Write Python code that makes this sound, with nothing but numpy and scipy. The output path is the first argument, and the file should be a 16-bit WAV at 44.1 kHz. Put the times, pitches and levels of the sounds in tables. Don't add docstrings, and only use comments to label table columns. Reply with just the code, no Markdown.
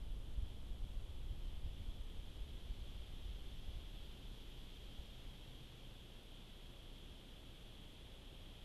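import sys
import numpy as np
from scipy import signal
from scipy.fft import rfft, irfft
from scipy.io import wavfile
from scipy.ndimage import uniform_filter1d

SR = 44100
rng = np.random.default_rng(int(sys.argv[2]) if len(sys.argv) > 2 else 0)


def generate_wav(sig):
    pcm = np.round(np.clip(np.atleast_2d(sig).T, -1, 1) * 32767).astype(np.int16)
    wavfile.write(sys.argv[1], SR, pcm)


N = 381024
TIME = np.arange(N) / SR

# (time [s], relative level [dB])
BREEZE_ENVELOPE = [(0, -46), (1.75, -44.5), (2.15, -50.5), (3.75, -47), (4.15, -53), (5, -56), (5.7, -60.5),
                   (8.64, -64)]
# (frequency [Hz], relative density [dB])
WIND_SPECTRUM = [(5, -4), (25, 1), (42, -2), (65, -7.5), (95, -16), (140, -26), (220, -35), (500, -61)]
# (time [s], relative peak level [dB])
EDDIES = [(0.115, -37.5), (0.386, -31), (0.431, -33.5), (1.326, -33.5), (2.017, -38), (2.188, -36.5),
          (2.424, -35.5), (2.714, -34.5), (2.824, -41), (3.299, -37), (4.994, -38), (5.271, -42)]
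# (time [s], level [dB], treble lift [dB])
RUSTLE_ENVELOPE = [(0, -71, 1), (1.6, -68.5, 0), (2.9, -66, 0.5), (5, -65, 1), (6.1, -66, -0.5),
                   (8.64, -65.5, -2.2)]
# (frequency [Hz], relative density [dB])
RUSTLE_SPECTRUM = [(300, -5.5), (1200, -0.5), (2200, -.5), (3300, 0), (4600, 0.5), (8000, 3.5),
                   (14000, 0.5)]
# (frequency [Hz], relative density [dB])
RUMBLE_SPECTRUM = [(20, -4), (70, -0.5), (130, -3), (220, -6), (350, -9), (550, -13.5), (850, -18.5),
                   (1300, -25.5), (2000, -35), (4000, -51)]
# (multiple of the picture rate [1], relative level [dB])
BUZZ_HARMONICS = [(1, -59), (2, -66.5), (3, -79.5), (4, -69.5), (5, -82.5), (6, -76.5), (7, -77.5),
                  (9, -80), (10, -88), (11, -90.5), (12, -82.5), (14, -85.5), (15, -85.5), (18, -87.5),
                  (19, -88), (20, -95.5), (22, -94), (27, -104)]
# (frequency [Hz], relative density [dB])
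HISS_SPECTRUM = [(100, 7), (3000, 0.5), (7000, 1), (10000, 2.5), (12000, 1.5), (12900, -7), (14000, -10.5)]


def wind(gain_db=-0.5, flutter_db=1.77, flutter_hz=8, split_hz=70, brightening=0.11, eddy_s=0.09):
    breeze_db, = in_time(BREEZE_ENVELOPE)
    flow = evened(noise(WIND_SPECTRUM), eddy_s)
    gust_db = breeze_db + flutter_db * drift(flutter_hz)
    large_eddies = signal.sosfiltfilt(signal.butter(2, split_hz, fs=SR, output="sos"), flow)
    small_eddies = (flow - large_eddies) * from_db(brightening * (gust_db - np.mean(gust_db)))
    return from_db(gust_db + gain_db) * (large_eddies + small_eddies)


def buffets(gain_db=-5.5, half_width_s=0.013, low_hz=26, usual_top_hz=62, db_per_octave=13):
    usual_db = np.mean([db for _, db in EDDIES])
    puffs = np.zeros(N)
    for time_s, db in EDDIES:
        top_hz = usual_top_hz * 2 ** ((db - usual_db) / db_per_octave)
        band = signal.butter(3, [low_hz, top_hz], "band", fs=SR, output="sos")
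        pressure = evened(signal.sosfilt(band, rng.standard_normal(N)), 2 * half_width_s)
        envelope = np.exp(-((TIME - time_s) / half_width_s) ** 2)
        puffs += from_db(db + gain_db) * envelope * pressure
    return puffs


def reed_rustle(split_hz=4000):
    rustle_db, lift_db = in_time(RUSTLE_ENVELOPE)
    leaves = noise(RUSTLE_SPECTRUM)
    body = signal.sosfiltfilt(signal.butter(4, split_hz, fs=SR, output="sos"), leaves)
    treble = leaves - body
    return from_db(rustle_db) * (body + from_db(lift_db) * treble)


def far_rumble(level_db=-61.5):
    return from_db(level_db) * noise(RUMBLE_SPECTRUM)


def far_drone(peak_s=5.63, half_width_s=0.25, pitch_hz=124, waver_hz=9.5, level_db=-63.5):
    phase = 2 * np.pi * pitch_hz * TIME
    hum = drift(waver_hz) * np.sin(phase) + drift(waver_hz) * np.cos(phase)
    swell = np.exp(-((TIME - peak_s) / half_width_s) ** 2)
    return from_db(level_db) * swell * evened(hum, half_width_s)


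def camera_buzz(picture_hz=29.91, gain_db=-0.5):
    buzz = np.zeros(N)
    for harmonic, db in BUZZ_HARMONICS:
        phase = 2 * np.pi * harmonic * picture_hz * TIME + rng.uniform(0, 2 * np.pi)
        buzz += np.sqrt(2) * from_db(db + gain_db) * np.sin(phase)
    return buzz


def microphone_port(x, plug_hz=3273, plug_width_hz=463, pipe_hz=11260, pipe_width_hz=1070, pipe_db=-7):
    plug_poles = resonator_poles(plug_hz, plug_width_hz)
    pipe_poles = resonator_poles(pipe_hz, pipe_width_hz)
    pipe_zeros = (1 - pipe_poles[2]) / 2 * np.array([1, 0, -1])
    plug_mode = signal.lfilter([plug_poles.sum()], plug_poles, x)
    pipe_mode = signal.lfilter(pipe_zeros, pipe_poles, x)
    return plug_mode + from_db(pipe_db) * pipe_mode


def resonator_poles(hz, width_hz):
    radius = np.exp(-np.pi * width_hz / SR)
    return np.array([1, -2 * radius * np.cos(2 * np.pi * hz / SR), radius ** 2])


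def noise(spectrum):
    hz, level_db = np.transpose(spectrum)
    bins_hz = np.maximum(np.arange(N // 2 + 1) * SR / N, 1)
    colour = from_db(np.interp(np.log(bins_hz), np.log(hz), level_db))
    return rms_one(irfft(rfft(rng.standard_normal(N)) * colour, N))


def drift(rate_hz):
    bins_hz = np.arange(N // 2 + 1) * SR / N
    band = bins_hz * np.exp(-(bins_hz / rate_hz) ** 2)
    return rms_one(irfft(rfft(rng.standard_normal(N)) * band, N))


def evened(x, span_s):
    size = int(span_s * SR)
    power = uniform_filter1d(uniform_filter1d(x ** 2, size), size)
    return x / np.sqrt(power + 1e-12)


def in_time(rows):
    times_s, *columns = np.transpose(rows)
    return [np.interp(TIME, times_s, column) for column in columns]


def rms_one(x):
    return x / np.sqrt(np.mean(x ** 2) + 1e-20)


def from_db(db):
    return 10 ** (np.asarray(db) / 20)


def scene():
    return (wind() + buffets() + reed_rustle() + far_rumble() + far_drone())[None]


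def record(dry, hiss_db=-76, cutoff_hz=13850):
    hiss = from_db(hiss_db) * noise(HISS_SPECTRUM)
    voltage = microphone_port(dry) + hiss + camera_buzz()
    low_pass = signal.ellip(12, 0.1, 70, cutoff_hz, fs=SR, output="sos")
    return signal.sosfilt(low_pass, voltage)


dry = scene()
out = record(dry)
generate_wav(out)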